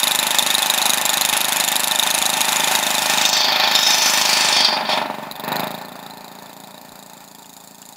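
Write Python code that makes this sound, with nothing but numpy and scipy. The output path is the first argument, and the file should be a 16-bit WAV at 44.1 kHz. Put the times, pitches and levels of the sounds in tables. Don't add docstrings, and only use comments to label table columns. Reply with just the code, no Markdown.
import sys
import numpy as np
from scipy import signal
from scipy.fft import rfft, irfft
from scipy.io import wavfile
from scipy.ndimage import uniform_filter1d

SR = 44100
rng = np.random.default_rng(int(sys.argv[2]) if len(sys.argv) > 2 else 0)


def boost_factor(decibels):
    exponent = np.asarray(decibels, float) / 20
    return 10 ** exponent


def transcribe(signal):
    frames = np.atleast_2d(signal).T
    limited = np.clip(frames, -1, 1)
    pcm = np.round(limited * 32767).astype(np.int16)
    wavfile.write(sys.argv[1], SR, pcm)


N = 351036
T = np.arange(N) / SR

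# time [s], firings per second [1/s].
SPEED = [(0, 25.407), (.79, 25.54), (1.1, 25.232), (1.43, 25.883), (1.69, 25.481), (2.14, 26.396),
         (3.09, 25.877), (3.84, 26.143), (4.56, 25.382), (4.57, 24.833), (5.16, 23.596), (5.39, 23.664),
         (5.61, 26.719), (5.81, 28.524), (6.03, 27.596), (6.82, 28.364), (7.44, 27.574), (7.96, 28.102)]
# time [s], load [dB], how far the exhaust outlet faces the listener [dB].
ENGINE = [(0, 1, 4.5), (.42, 2, -0.5), (.62, 1, 2.5), (1.0, 1.5, 4), (1.7, 0, 4), (2.1, 0.5, 0.5),
          (2.7, 5, -7.5), (3.1, 4, -8.5), (3.3, 0.5, -3), (4.5, 2.5, -12), (5.05, 8, -17), (5.25, 10, -14),
          (5.36, 2, 4), (5.5, 16, 6.5), (5.64, 14.5, 3), (5.8, 4.5, -3), (6.1, 2, -6), (7.96, -7, -3.5)]
# time [s], level change by covering [dB], treble shading [dB].
HAND = [(3.0, -4.5, 0), (3.27, -1.5, 1.5), (3.37, -2, -2), (3.5, 0.5, -12), (3.65, 3, -12),
        (3.83, -3.5, 1.5), (4.17, -1.5, -0.5), (4.54, 0, -1.5), (4.7, -3.5, -16.5), (4.86, -6.5, -29),
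        (4.92, -4, -13.5), (4.97, -4, -17), (5.05, -10.5, -25), (5.17, -20.5, -15.5), (5.6, -18.5, -7.5),
        (5.9, -21, -11.5), (6.5, -23.5, -8), (7.96, -26, -0.5)]
# time [s], gain [dB].
ODD = [(0.388, 5.5), (0.858, 3.5), (0.977, -3.5), (1.016, -3.5), (2.41, 5.5), (2.754, 5.5), (3.485, -4),
       (3.754, 6), (4.649, 5.5), (4.895, 6.5), (4.978, 1), (5.273, -11), (5.315, 6.5), (5.399, -1.5),
       (5.598, 1.5), (6.103, 0), (7.172, -1)]


def evened(x):
    return x / np.sqrt(np.mean(x ** 2) + 1e-20)


def column(table, k):
    return np.interp(T, [row[0] for row in table], [row[k] for row in table])


def filtered(x, points):
    hz, db = np.transpose(points)
    f = np.fft.rfftfreq(N, 1 / SR)
    gain_db = np.interp(np.log(f + 1), np.log(hz), db)
    return irfft(rfft(x) * boost_factor(gain_db), N)


def coloured(points):
    return evened(filtered(rng.standard_normal(N), points))


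def resonate(x, hz, width):
    turn = np.exp(2j * np.pi * np.cumsum(hz * np.ones(N)) / SR)
    r = np.exp(-np.pi * width / SR)
    smooth = signal.lfilter([1], [1, -2 * r, r * r], x / turn)
    return evened((turn * smooth).real)


def follow(part):
    controls = [column(ENGINE, 1), column(ENGINE, 2), column(HAND, 1), column(HAND, 2)]
    return part[1] + np.dot(part[2:], controls)


def shaded(x, parts):
    hz, t, z = signal.stft(x, SR, nperseg=256, noverlap=192)
    at = np.log([part[0] for part in parts])
    db = 0
    for k, part in enumerate(parts):
        weight = np.interp(np.log(hz + 1), at, np.eye(len(at))[k])
        db = db + np.outer(weight, np.interp(t, T, follow(part)))
    return signal.istft(z * boost_factor(db), SR, nperseg=256, noverlap=192)[1][:N]


def crank():
    cycles = 0.228 + np.cumsum(column(SPEED, 1)) / SR
    last = cycles.astype(int)
    when = np.interp(np.arange(last[-1] + 1), cycles, T)
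    when[0] = 2 * when[1] - when[2]
    return last, (T - when[last]) * 1000


def strength(last, table=ODD):
    s, odd_db = np.transpose(table)
    db = np.zeros(last[-1] + 1)
    db[last[np.round(s * SR).astype(int)]] = odd_db
    return boost_factor(uniform_filter1d(db[last], size=60))


def ring(last, modes, blows, spread_db, jitter_ms):
    # time [s], gain of the firing [dB].
    stumbles = [(4.455, 2.5), (4.613, 3.5), (4.654, -6), (4.693, 1), (4.733, 3), (4.774, 2.5), (4.859, -6),
                (4.897, 2.5), (4.98, 2), (5.022, 4.5), (5.064, 0), (5.105, 5), (5.19, 4), (5.232, -2),
                (5.36, -4)]
    usual_speed = 25.7
    starts = np.flatnonzero(np.diff(last)) + 1
    load_db = column(ENGINE, 1)[starts]
    stretch = usual_speed / column(SPEED, 1)[starts]
    kick = strength(last, stumbles)[np.minimum(starts + 100, N - 1)]
    whole = rng.standard_normal((len(starts), len(blows), 2))
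    t = np.arange(8000) / SR
    out = np.zeros(N)
    for hz, db, t60 in modes:
        clicks = np.zeros(N + SR)
        for k, (ms, force, share) in enumerate(blows):
            size, slip = (0.8 * whole[:, k] + 0.6 * rng.standard_normal((len(starts), 2))).T
            delay_ms = ms * stretch + jitter_ms * slip
            at = starts + np.round(delay_ms * SR / 1000).astype(int)
            clicks[np.maximum(at, 0)] += force * kick * boost_factor(spread_db * size + share * load_db)
        tone = boost_factor(db - 60 * t / t60) * np.sin(2 * np.pi * hz * t)
        out += signal.oaconvolve(clicks, tone)[:N]
    return evened(uniform_filter1d(out, size=10))


def muffler(last):
    # frequency [Hz], level [dB], t60 [s].
    thump_modes = [(142, 0, 0.025), (214, 3, 0.072), (265.4, 1, 0.076), (376, -13.5, 0.083)]
    bark_modes = [(800, -50, 0.059), (899, 33, .022), (1690, 7, 0.024)]
    shell_modes = [(538, -11, .13), (622, -1, .12), (700, -9, .08), (775, -4, .08), (860, -.5, .085),
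                   (945, -5, .08), (1040, -9, .08)]
    # time after the firing [ms], signed strength, share of load [dB per dB].
    thump_blows = [
        (-1.5, -0.99, 0),
        (10.6, -0.1, 0),
        (22.6, 0.25, 0),
    ]
    bark_blows = [
        (0.1, -0.3, 0.17),
        (10, 0.19, 1),
        (11, -0.77, -0.3),
        (19.5, 0.88, -0.5),
    ]
    # frequency [Hz], base [dB],
    # shares of load, facing, covering and shading [dB per dB].
    pop = [(200, -3, 0.88, 0.043, 0.36, 0.18), (850, 6, 0.84, 0.084, 0.72, -0.053)]
    thump = ring(last, thump_modes, thump_blows, spread_db=1.3, jitter_ms=0.1)
    bark = ring(last, bark_modes, bark_blows, spread_db=1.3, jitter_ms=0.04)
    shell = ring(last, shell_modes, bark_blows[:1], spread_db=1.0, jitter_ms=0.04)
    high_pass = signal.butter(2, 480, "high", fs=SR, output="sos")
    upper = evened(signal.sosfilt(high_pass, bark + 1.3 * shell))
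    return boost_factor(-33.5 + follow(pop[0])) * thump + boost_factor(-32.5 + follow(pop[1])) * upper


def puff(ms, rise_ms, power=2):
    u = np.maximum(ms, 0) / rise_ms
    return (u * np.exp(1 - u)) ** power


def jet(last, ms):
    # frequency [Hz], width [Hz], level [dB].
    whistles = [(3735, 384, 6.5), (4300, 600, -8), (6934, 770, -2.5), (10050, 870, -4.5), (12900, 1200, -7)]
    # frequency [Hz], density [dB per Hz].
    gas_hiss = [(900, -45), (2000, 1), (3500, 6), (6000, -1.5), (9000, -3), (15000, -5)]
    # time [s], level [dB].
    second_puff = [(0, -2), (1, -1.5), (1.6, 2), (2.6, 2.5), (3.1, -3.5), (4.2, 0), (4.7, -3), (5.5, .5),
                   (5.95, .5), (6.2, -4.5), (7.96, -4)]
    # frequency [Hz], base [dB],
    # shares of load, facing, covering and shading [dB per dB].
    jet_colour = [(3840, 2.5, 0.56, 0.54, 0.98, 0.11), (7000, 7.9, 0.26, 0.15, 0.71, 1.19),
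                  (13000, 2.66, 0.47, 0.79, 0.52, 0.28)]
    second = (ms > 7.4).astype(int)
    chance = rng.standard_normal((last[-1] + 1, 2, 2 * len(whistles) + 2))[last, second]
    share = boost_factor(column(second_puff, 1))
    late = ms - 7.4 - 0.05 * chance[:, -2]
    tail = 0.095 * puff(ms - 0.3, 14.8)
    sing = puff(ms - 0.7, 1.95) + share * puff(late, 2.33) + tail
    spit = puff(ms - 1.2, 0.62, power=0.68) + 0.51 * share * puff(late - 0.6, 1.0, power=0.49) + tail
    tones = np.zeros(N)
    for k, (hz, width, db) in enumerate(whistles):
        level = boost_factor(db + 1.9 * np.minimum(chance[:, 2 * k], 1.3))
        pitch_hz = hz * (1 + 0.044 * chance[:, 2 * k + 1])
        tones += level * resonate(rng.standard_normal(N), pitch_hz, width)
    gas = evened(tones) * sing + boost_factor(-0.5) * coloured(gas_hiss) * spit
    gas = gas * boost_factor(1.6 * chance[:, -1]) / np.sqrt(1 + share ** 2)
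    return boost_factor(-21.5) * shaded(evened(gas) * strength(last), jet_colour)


def shake(last, ms, depth, spread_db):
    swell = 1 + depth * puff(ms - 0.5, 3.2)
    chance = rng.standard_normal(last[-1] + 1)[last]
    return swell * boost_factor(spread_db * uniform_filter1d(chance, size=300))


def block(last, ms):
    # frequency [Hz], density [dB per Hz].
    casing = [(150, -44), (260, -27), (480, -30), (750, -9), (1200, -10), (3000, -10), (5500, -16),
              (9000, -21), (15500, -27)]
    # frequency [Hz], width [Hz], level [dB].
    panel_modes = [(656, 570, -20), (844, 320, 7.5), (1410, 330, 3), (1787, 107, 7), (2053, 74, -1),
                   (2504, 385, 9.5), (3614, 110, 5.5), (4840, 290, -8), (7050, 1600, -0.5),
                   (9030, 360, -17)]
    # frequency [Hz], base [dB],
    # shares of load, facing, covering and shading [dB per dB].
    roar = [(744, 2.55, 0.74, 0.054, 0.61, 0.016), (2200, 1.2, 0.91, 0.089, 1.006, 0.21),
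            (8100, 1.24, 0.24, -0.25, 0.73, 1), (13000, 1.2, .1, -0.69, .7, .45)]
    ticks = rng.random(N) < 0.012
    drive = rng.standard_normal(N) * (1 + 0.54 * ticks)
    panels = sum(boost_factor(db) * resonate(drive, hz, width) for hz, width, db in panel_modes)
    clatter = boost_factor(-2.0) * evened(panels) + coloured(casing)
    shaken = clatter * shake(last, ms, depth=0.62, spread_db=1.24)
    return boost_factor(-21) * shaded(evened(shaken), roar)


def palm(x):
    # time [s], centre [Hz], gain [dB].
    notch = [(2.6, 10900, 4), (3.05, 11200, 3), (3.25, 10750, -8), (3.5, 9300, -8.5), (3.8, 8800, -8),
             (4.1, 8300, 0), (4.25, 11800, -2.5), (4.45, 12980, -11), (4.8, 13000, -10)]
    hz, t, z = signal.stft(x, SR, nperseg=256, noverlap=192)
    s, centre_hz, depth_db = np.transpose(notch)
    width_octaves = 0.27
    off = np.log2((hz[:, None] + 1) / np.interp(t, s, centre_hz)) / width_octaves
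    gain = boost_factor(np.interp(t, s, depth_db) * np.exp(-off ** 2))
    return signal.istft(z * gain, SR, nperseg=256, noverlap=192)[1][:N]


def lumpy(size):
    once = uniform_filter1d(rng.standard_normal(N), size=size)
    return evened(uniform_filter1d(once, size=size // 2))


def wind():
    # frequency [Hz], density [dB per Hz].
    rumble = [(12, -20), (40, -2), (65, -2), (110, -10), (300, -20), (500, -40)]
    # time [s], level [dB].
    gusts = [(0.0, -56.5), (1.99, -55), (2.19, -51), (5.0, -76), (5.3, -60), (5.56, -53), (5.96, -61),
             (7.96, -70)]
    # time [s], level over the wind [dB].
    bumps = [
        (.18, 8),
        (.42, 16),
        (.95, 12),
        (3.05, 12),
        (6.92, 19),
        (7.45, 6),
    ]
    bumps_db = sum(db * np.exp(-((T - s) / 0.023) ** 2) for s, db in bumps)
    level_db = -7.5 + 2.4 * lumpy(3000) + bumps_db + column(gusts, 1)
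    return boost_factor(level_db) * coloured(rumble)


def rub():
    # frequency [Hz], density [dB per Hz].
    skin = [(110, -32), (170, -5.5), (230, 4.5), (300, 1), (450, -32.5)]
    hand_db = -0.79 * column(HAND, 2) + 0.3 * column(HAND, 1)
    return boost_factor(-54.5 + hand_db + 2.1 * lumpy(1200)) * coloured(skin)


def cupped_hand(last, ms):
    # frequency [Hz], width [Hz], level [dB].
    hollow = [(2364, 340, -6.5), (3310, 240, -1), (3535, 190, -1.5), (4520, 660, 3.5), (5240, 290, 4.5),
              (5930, 420, 3.2), (7320, 480, -21)]
    # time [s], level [dB].
    cup = [(2.94, -43), (3.15, -32), (3.4, -16), (4.5, -20.5), (4.6, -11), (4.85, -33), (4.93, -16),
           (5.1, -41), (5.27, -57)]
    drive = rng.standard_normal(N) * shake(last, ms, depth=0.76, spread_db=1.5) * strength(last) ** 0.5
    shade_db = uniform_filter1d(column(HAND, 2), size=4000)
    ringing = np.zeros(N)
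    for hz, width, db in hollow:
        wander = evened(uniform_filter1d(rng.standard_normal(N), size=9000))
        shut_db = 0.93 * shade_db * max(np.log2(hz / 4500), 0) / 0.26
        ringing += boost_factor(db + 2.5 * wander + shut_db) * resonate(drive, hz * (1 + 0.015 * wander), width)
    held = (T > cup[0][0]) & (T < cup[-1][0])
    return boost_factor(column(cup, 1)) * held * evened(ringing)


def stones():
    # time [s], peak level [dB].
    hits = [
        (7.4455, -38),
        (7.8271, -37),
    ]
    # frequency [Hz], level [dB], t60 [s].
    share_modes = [(1700, -6, .02), (2900, -1, 0.018), (3320, -2, .02)]
    out = np.zeros(N)
    for s, peak_db in hits:
        t = np.maximum(T - s, 0)
        for hz, db, t60 in share_modes:
            out += boost_factor(peak_db + db - 60 * t / t60) * np.sin(2 * np.pi * hz * t)
    return out


def scene():
    # frequency [Hz], gain [dB].
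    ground = [(420, -0.9), (488, -16), (545, -0.63), (10700, 0), (11250, -2), (12000, 0)]
    # frequency [Hz], gain [dB].
    covered = [(140, 4.5), (330, -0.5), (488, 6), (570, -0.8), (2400, -2.3), (3050, -8), (4700, 2.5),
               (5800, -8), (7000, -1), (9800, -6), (12500, 7), (15500, 5)]
    last, ms = crank()
    airy = jet(last, ms) + block(last, ms) + cupped_hand(last, ms)
    engine = filtered(muffler(last) + palm(airy), ground)
    cover = np.clip((T - 5.05) / 0.29, 0, 1)
    engine = (1 - cover) * engine + cover * filtered(engine, covered)
    low_cut = signal.butter(8, 134, "high", fs=SR, output="sos")
    mix = signal.sosfilt(low_cut, engine) + wind() + rub() + stones()
    return mix[None]


def low_pass(x):
    return signal.sosfilt(signal.butter(12, 16970, fs=SR, output="sos"), x)


def record(dry):
    soft = 0.95 * np.tanh(dry / 0.95)
    edge = signal.firwin(401, 15700, window=("kaiser", 6), fs=SR)
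    finished = signal.oaconvolve(soft, edge[None], "same")
    return low_pass(finished)


dry = scene()
out = record(dry)
transcribe(out)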